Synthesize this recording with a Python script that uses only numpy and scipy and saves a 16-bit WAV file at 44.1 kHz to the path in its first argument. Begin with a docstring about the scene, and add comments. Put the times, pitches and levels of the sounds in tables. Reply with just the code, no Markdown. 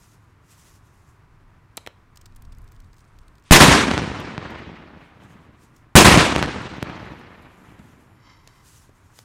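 """A paved street between house fronts: two firecrackers go off and overload the input. Each bang is a
short spike, a slow swing and a pull of air; the fronts throw it back as sharp slaps inside a long noise
roar that loses its treble in the air. Around the bangs, shaped noise makes far traffic, wind on the
microphone, rustling close by, snaps, a low thump, fine crackles, a thin high hiss and a sizzling fuse."""
import sys
import numpy as np
from scipy import signal
from scipy.fft import rfft, irfft, next_fast_len
from scipy.io import wavfile
from scipy.ndimage import uniform_filter1d, map_coordinates

SR = 44100
rng = np.random.default_rng(int(sys.argv[2]) if len(sys.argv) > 2 else 0)


def amplitude_ratio(level_db):
    """Convert a level in decibels to the matching linear amplitude (field) ratio."""
    exponent = np.asarray(level_db, float) / 20
    return 10 ** exponent


def persist_wave(psi):
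    """Save psi, clipped to +-1, as 16-bit WAV."""
    counts = np.round(np.clip(psi, -1, 1) * 32767).astype(np.int16)
    wavfile.write(sys.argv[1], SR, np.atleast_2d(counts).T)


N = 407484

# Treble swallowed by the air, scaled again by each use: pitch_hz, loss_db_per_s of travel
AIR_ABSORPTION = [(800, 1), (2000, 1), (4000, 8.5), (6000, 19), (9000, 34.5), (12000, 68.5), (16000, 91.5)]


def unit(x):
    """Scaled to rms 1."""
    return x / np.sqrt(np.mean(x ** 2) + 1e-20)


def along(points, hz):
    """Reads a curve of (Hz, value) points on a log frequency axis."""
    f, v = np.transpose(points)
    return np.interp(np.log(hz + 1), np.log(f + 1), v)


def wobble(rate):
    """A smooth random curve through normal knots, rate of them a second."""
    knots = rng.standard_normal(int(N * rate / SR) + 4)
    return map_coordinates(knots, [np.arange(N) * rate / SR])


def filtered(x, response):
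    """x with its spectrum multiplied by a response of frequency."""
    m = next_fast_len(len(x) + 8192)
    return irfft(rfft(x, m) * response(np.fft.rfftfreq(m, 1 / SR)), m)[:len(x)]


def hiss(spectrum, grain_db, rate):
    """Coloured noise of rms 1 whose size flickers, rate knots a second."""
    grains = amplitude_ratio(grain_db * wobble(rate)) * rng.standard_normal(N)
    return unit(filtered(grains, lambda hz: amplitude_ratio(along(spectrum, hz))))


def resonances(modes):
    """Response of (centre Hz, width Hz, dB) band-pass modes; neighbours have opposite signs."""
    def response(f):
        total = 0
        for k, (centre, width, db) in enumerate(modes):
            mode = 1j * f * width / (centre * centre - f * f + 1j * f * width)
            total = total + (-1) ** k * amplitude_ratio(db) * mode
        return total
    return response


def patchy(x, depth_db, loss=None):
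    """Random patches of gain over time and pitch, and a treble loss that grows with time."""
    hz, t, z = signal.stft(x, SR, nperseg=256)
    field = uniform_filter1d(rng.standard_normal(z.shape), size=6, axis=0)
    field = uniform_filter1d(field, size=8, axis=1)
    # the loss grows ever more slowly
    fading = np.outer(along(loss, hz), t / (1 + 0.26 * t)) if loss else 0
    return signal.istft(z * amplitude_ratio(depth_db * unit(field) - fading), SR, nperseg=256)[1][:len(x)]


def swells(rows, rise_db_per_s, fall_db_per_s):
    """Gain per sample: each (start s, length s, dB) row rises to its start, holds, then falls."""
    t = np.arange(N) / SR
    gain = 0
    for s, length, db in rows:
        before = np.clip(s - t, 0, None)
        after = np.clip(t - s - length, 0, None)
        gain = gain + amplitude_ratio(db - rise_db_per_s * before - fall_db_per_s * after)
    return gain


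def add(track, s, sound):
    """Mixes a sound in at time s."""
    part = track[round(s * SR):][:len(sound)]
    part += sound[:len(part)]


def traffic():
    """Far traffic: a nearly steady coloured noise."""
    # Spectrum of the distant rumble: pitch_hz, level_db (per Hz, relative)
    rumble_colour = [(15, -39.5), (25, -1.5), (38, -8.5), (107, -1), (169, -10), (209, -16), (313, -15),
                     (456, -21.5), (508, -24.5), (847, -22), (969, -17.5), (1170, -19), (2420, -29),
                     (3000, -35.5), (15500, -52)]
    return amplitude_ratio(-54.5 + 0.25 * wobble(2.1)) * hiss(rumble_colour, grain_db=0.68, rate=36)


def wind():
    """Wind on the microphone: gusts of unsteady low noise."""
    # Gusts: start_s, length_s, level_db
    gusts = [(1.17, 0.44, -58), (1.9, 0.3, -64.5), (2.4, 0.05, -48), (2.64, 0.06, -42), (3.18, 0.025, -48)]
    # Spectrum of the buffeting: pitch_hz, level_db (per Hz, relative)
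    gust_colour = [(7.1, -29.5), (12, -6.5), (25, -3), (43, -9.5), (77, -9), (200, -29), (260, -26.5),
                   (440, -120)]
    return swells(gusts, 94, 55) * hiss(gust_colour, grain_db=3.5, rate=9.6)


def rubbing():
    """Rustling close by: strokes of grainy coloured noise."""
    # Strokes: start_s, length_s, level_db (a random flicker moves it)
    strokes = [(0.0, 0.14, -63), (0.24, 0.06, -76), (0.515, 0.0067, -55), (0.58, 0.18, -60),
               (0.85, 0.29, -71), (5.0, 0.0789, -75.5), (5.234, 0.0039, -66.5), (5.3, 0.0197, -67),
               (5.42, 0.03, -74.5), (5.635, 0.01, -61), (5.76, 0.02, -68.5), (7.2, 0.013, -70),
               (7.285, 0.0622, -76), (7.42, 0.01, -71), (7.52, 0.2, -70), (7.79, 0.135, -70.5),
               (8.01, 0.028, -69.5), (8.5, 0.1, -67.5), (8.66, 0.18, -58.5), (8.96, 0.2, -68),
               (9.19, 0.0028, -58.5), (9.21, 0.04, -65.5)]
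    # Spectrum of the rubbing: pitch_hz, level_db (per Hz, relative)
    stroke_colour = [(1180, -22), (2000, -5.5), (2120, -17), (2480, -7.5), (3800, -9.5), (4180, -9.5),
                     (6630, -4.5), (10200, -10), (15500, -17)]
    grain = unit(patchy(hiss(stroke_colour, grain_db=1.5, rate=780), depth_db=1.3))
    return swells(strokes, 300, 280) * amplitude_ratio(1.5 * wobble(30)) * grain


def scrape():
    """Gritty noise that excites a few resonances."""
    # Scraping strokes: start_s, length_s, level_db
    strokes = [(8.28, 0.059, -55.5), (8.49, 0.11, -61.5)]
    # Resonances of what is scraped: pitch_hz, width_hz, level_db (relative)
    modes = [(1055, 140, 2), (2060, 130, 1.5), (3100, 150, -5.5), (3900, 99, -5.5), (4600, 140, -6),
             (5400, 200, -6), (6150, 180, -13.5), (7120, 150, -13)]
    grit = amplitude_ratio(1.5 * wobble(120)) * rng.standard_normal(N)
    ringing = unit(patchy(filtered(grit, resonances(modes)), depth_db=0.7))
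    return swells(strokes, 124, 200) * ringing


def thin_hiss():
    """A wavering high hiss: noise in a few narrow bands."""
    # When the hiss is heard: start_s, length_s, level_db (a random flicker moves it)
    spells = [(6.95, 1.5, -76.5)]
    # Its narrow bands: pitch_hz, width_hz, level_db (relative)
    bands = [(7140, 220, -6.5), (9690, 320, -9.5), (10600, 160, -11), (11600, 300, -7), (12500, 300, -12.5)]
    noise = unit(filtered(rng.standard_normal(N), resonances(bands)))
    return swells(spells, 60, 100) * amplitude_ratio(2.5 * wobble(14)) * noise


def snaps_and_thump():
    """Snaps and one low thump: noise bursts dying away in a main resonance and a body."""
    # Snaps and the low thump: start_s, peak_db, pitch_hz (main resonance), t60_ms,
    # body_db (relative to the main resonance)
    burst_rows = [(1.7705, -19.5, 7900, 9.6, -14), (1.7747, -20.5, 3400, 14.5, 1.5),
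                  (1.8632, -25, 2320, 7.5, -4.5), (1.8725, -19, 2654, 6.9, -1),
                  (8.4743, -32, 5670, 10.8, 1.5), (8.892, -41.5, 281.7, 26.4, -22.5),
                  (9.189, -31, 4560, 6, -2.5)]
    track, ms = np.zeros(N), np.arange(2560) * 1000 / SR
    for s, db, hz, t60, body_db in burst_rows:
        burst = rng.standard_normal(2560) * amplitude_ratio(-60 * ms / t60) * (1 - np.exp(-ms / 0.79))
        modes = [(450, 500, body_db - 1.5), (1300, 900, body_db), (hz, 0.42 * hz, 0)]
        burst = filtered(burst, resonances(modes))
        add(track, s, amplitude_ratio(db) * burst / np.abs(burst).max())
    return track


def faint_crackles(count=45, db=-62):
    """Weak random crackles while the fuse burns, as (s, peak dB, centre Hz, length ms) rows."""
    start, end = 2.3, 3.45  # s
    rows = []
    for a, b, c, d in rng.random((count, 4)):
        rows.append((start + (end - start) * a, db + 9 * b, 3500 + 6000 * c, 1 + 6 * d * d))
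    return rows


def crackles():
    """Short clusters of clicks: noise in random steps of level, rung through broad resonances."""
    # Crackles: start_s, peak_db, pitch_hz, length_ms
    crackle_rows = [(2.158, -43, 7540, 5), (2.172, -36.5, 4900, 3.6), (2.2124, -42, 5230, 6),
                    (2.257, -38.5, 5160, 7.3), (2.361, -41.5, 8800, 8), (2.421, -43, 8900, 4),
                    (2.4491, -50, 3890, 5.8), (2.5214, -46, 3600, 8), (2.548, -52, 5120, 4),
                    (2.584, -47, 8870, 2.7), (2.617, -52, 8790, 3.9), (2.677, -50, 3540, 3.6),
                    (2.7197, -45.5, 8700, 2.6), (2.7621, -51.5, 3630, 4), (2.802, -47.5, 3540, 3.3),
                    (2.8426, -52.5, 3590, 6), (2.9299, -48.5, 4760, 4.1), (2.992, -52, 4760, 3.5),
                    (3.1874, -44.5, 3010, 2.2), (3.2804, -49, 3500, 4.3), (3.3543, -51.5, 4820, 3),
                    (3.3817, -51.5, 4140, 2.6), (5.233, -55, 3700, 4.9), (5.7626, -47, 7300, 6.2),
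                    (7.7916, -49, 3700, 4.7)]
    # Paper scraps landing after each bang: start_s, peak_db
    scraps = [(4.1995, -39.5), (4.504, -51), (4.587, -55), (6.619, -52), (6.6944, -60.5), (6.766, -54.5),
              (6.826, -35), (6.8961, -53), (7.0542, -55.5), (7.1916, -58.5), (7.421, -52)]
    scrap_hz, scrap_ms = 9200, 6.8
    clusters = crackle_rows + [(*row, scrap_hz, scrap_ms) for row in scraps]
    track, ms = np.zeros(N), np.arange(2560) * 1000 / SR
    for s, db, hz, length in clusters + faint_crackles():
        clicks = amplitude_ratio(2.2 * rng.standard_normal(160).repeat(16))  # a new level every 16 samples
        burst = rng.standard_normal(2560) * clicks / (1 + (ms / length) ** 6)
        modes = [(1300, 1000, -5), (0.45 * hz, 0.4 * hz, -6), (hz, 0.5 * hz, 0),
                 (8800, 2200, -6), (13000, 5000, -13)]
        burst = filtered(burst, resonances(modes))
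        add(track, s, amplitude_ratio(db) * burst / np.abs(burst).max())
    return track


def short_sounds():
    """Snaps, thump and crackles; ground and walls answer with a decaying noise tail."""
    track = snaps_and_thump() + crackles()
    t = np.arange(SR // 3) / SR
    tail = rng.standard_normal(len(t)) * amplitude_ratio(-60 * t / 0.36)  # t60 0.36 s
    tail = filtered(tail, lambda f: 1 / (1 + (f / 9000) ** 2))
    return track + amplitude_ratio(-20) * signal.fftconvolve(track, tail / np.linalg.norm(tail))[:N]


def fuse():
    """A faint grainy sizzle of noise while it burns and a short flare at the end."""
    # The burning fuse: start_s, length_s, level_db
    burning = [(2.45, 0.85, -81)]
    # Bands of the sizzle: pitch_hz, width_hz, level_db (relative)
    bands = [(4800, 2500, -5.5), (8700, 1300, 1)]
    # The fuse flares up: start_s, length_s, level_db
    flare = [(3.462, 0.045, -56.5)]
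    # Spectrum of the flare: pitch_hz, level_db (per Hz, relative)
    flare_colour = [(300, -30), (1000, -3), (3200, 0), (7000, -9.5), (9500, -11), (11000, -34.5)]
    grit = amplitude_ratio(5 * wobble(45) + 3 * wobble(600)) * rng.standard_normal(N)
    sizzle = swells(burning, 40, 60) * unit(filtered(grit, resonances(bands)))
    return sizzle + swells(flare, 900, 900) * hiss(flare_colour, grain_db=2.0, rate=640)


def blast(thump_db, spike_s=0.00028, thump_hz=150, thump_s=0.0023):
    """The shock front, a short spike, with the slow swing of the fireball."""
    t = np.arange(1024) / SR
    u = t / spike_s
    spike = (1 - 0.61 * u) * np.exp(-u)
    thump = amplitude_ratio(thump_db) * np.sin(2 * np.pi * thump_hz * t) * np.exp(-t / thump_s)
    return thump - spike


def suction(length_ms, start_ms=1.8):
    """Close to the charge the air is drawn back after the push; deepest length_ms after its start."""
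    u = np.clip(np.arange(1024) * 1000 / SR - start_ms, 0, None) / length_ms
    return -u * np.exp(1 - u)


def walls(count, rate=120, spread_db=4, streak_db=2):
    """The street's pattern: a blur of scatter in clumps, with rate small distinct echoes a second."""
    sizes = amplitude_ratio(spread_db * rng.exponential(size=count).clip(0, 2.5))
    distinct = (rng.random(count) < rate / SR) * sizes
    blur = amplitude_ratio(streak_db * wobble(70)[:count]) * rng.standard_normal(count)
    return blur + 0.33 * unit(np.convolve(distinct, blast(thump_db=-7.5))[:count])


def groups(t, band, t60_share):
    """Gain over time after a bang (band 0 middle, 1 bass): the powers of all echo groups add."""
    # Groups of echoes, each a dying blur: the ground at once, then rows of houses; ahead of the
    # roar gain and the t60 share: delay_s, middle_db, bass_db, t60_s
    echo_groups = [(0.0005, 10.5, 6.5, 0.36), (0.09, 5.5, 4, 0.61), (0.165, -3, -4, 0.7),
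                   (0.21, -3, -7, 0.6), (0.34, -16.5, -14.5, 2.266), (0.88, -28, -26.5, 2.6),
                   (1.645, -41.5, -34, 2.6)]
    power = 0
    for delay, *db, t60 in echo_groups:
        since = np.clip(t - delay, 0, None)
        rise_s = 0.0015 + 0.035 * delay  # farther groups build up more slowly
        rise = 1 - np.exp(-since / rise_s)
        power = power + (amplitude_ratio(db[band] - 60 * since / (t60 * t60_share)) * rise) ** 2
    return np.sqrt(power)


def roar(shared, alike=0.51):
    """Countless echoes; the same walls answer both bangs, so part of the pattern repeats."""
    # Spectrum of the roar: pitch_hz, level_db (per Hz, relative)
    echo_colour = [(25, -23.5), (60, 0), (130, -1), (300, 1), (550, -4), (1000, -2.5), (2500, -6),
                   (5000, -11), (9000, -12.5), (15000, -24.5)]
    count = len(shared)
    echoes = np.sqrt(alike) * shared + np.sqrt(1 - alike) * walls(count)
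    echoes = patchy(echoes, depth_db=1.5, loss=AIR_ABSORPTION)  # the longer the path, the duller
    coloured = filtered(echoes, lambda f: amplitude_ratio(along(echo_colour, f)))
    bass = filtered(coloured, lambda f: 1 / (1 + (f / 280) ** 4))
    t = np.arange(count) / SR
    fade = np.clip((t[-1] - t) / 0.43, 0, 1)  # the last of it sinks under the traffic
    return fade * (groups(t, 0, t60_share=0.96) * (coloured - bass) + groups(t, 1, t60_share=0.9) * bass)


def wall_slaps(track, s, place, dull):
    """Flat fronts return the blast after its travel, duller with distance and thin in the bass."""
    # Flat walls: delay_s, level_db (both for place 0), thump_db (relative to the spike),
    # gained_m (farther from the wall per m of place)
    fronts = [(0.054, 4, -10.5, -3.9), (0.0959, 7, -8, 2.2), (0.176, 4, -13, -1.7),
              (0.2102, 5.5, -2.5, 2.8), (0.2419, 0, -11, 3.1), (0.4034, 1.5, -4, 1.3),
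              (0.4286, -7.5, -9, -0.007), (0.4687, 2.5, -12, 1.2), (0.5097, -12.5, -2, -0.69),
              (0.8695, -6.5, -4.5, 1.05), (0.9894, -30.5, -7.5, 3), (1.2507, -28.5, -13, 2.14),
              (1.75, -36, -0.5, 3.1)]
    sound_m_per_s, gain_db_per_m = 343, 3.5
    lead = 64  # samples of room ahead of the slap for the filter to spread into
    t = np.arange(512) / SR
    for delay, db, thump_db, gained in fronts:
        travel = delay + 2 * gained * place / sound_m_per_s
        # windows and ledges scatter a little
        wall = 0.039 * rng.standard_normal(512) * amplitude_ratio(-60 * t / 0.0067)
        wall[0] = 1
        slap = np.pad(np.convolve(blast(thump_db, spike_s=0.00016), wall), (lead, 512))

        def path(hz):
            air = amplitude_ratio(-dull * travel * along(AIR_ABSORPTION, hz))
            return air * (1j * hz / (65 + 1j * hz)) ** 2

        add(track, s + travel - lead / SR, amplitude_ratio(db + gain_db_per_m * place) * filtered(slap, path))


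def firecrackers():
    """Each bang is a direct blast with its suction, the street roar and single wall slaps."""
    # Bangs: start_s, blast_db, suction_ms, place_m (along the street),
    # dull (share of the air loss on its slaps, 0-1)
    bangs = [(3.5097, 15.5, 3.54, 0.02, 0.7), (5.9536, 12.5, 1.5, 0.7, 0.5)]
    track = np.zeros(N)
    shared = walls(3 * SR)
    for s, blast_db, suction_ms, place, dull in bangs:
        add(track, s, amplitude_ratio(blast_db) * (blast(thump_db=3) + 0.5 * suction(suction_ms)))
        add(track, s + 0.0006, amplitude_ratio(3) * roar(shared))
        wall_slaps(track, s, place, dull)
    return track


def scene():
    """Everything, at one microphone."""
    background = traffic() + wind()
    close_by = rubbing() + scrape() + thin_hiss() + short_sounds()
    return (background + close_by + fuse() + firecrackers())[None]


def low_pass(x):
    """Removes everything above the highest recorded frequency."""
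    return signal.sosfilt(signal.butter(12, 15620, fs=SR, output="sos"), x)


def record(dry):
    """The input stage clips the bangs; its coupling lets the flat tops sag."""
    clipped = dry / (1 + np.abs(dry / 0.96) ** 6) ** (1 / 6)
    sagged = filtered(clipped[0], lambda hz: 1j * hz / (6 + 1j * hz))  # 6 Hz high-pass
    return low_pass(sagged[None])


dry = scene()
out = record(dry)
persist_wave(out)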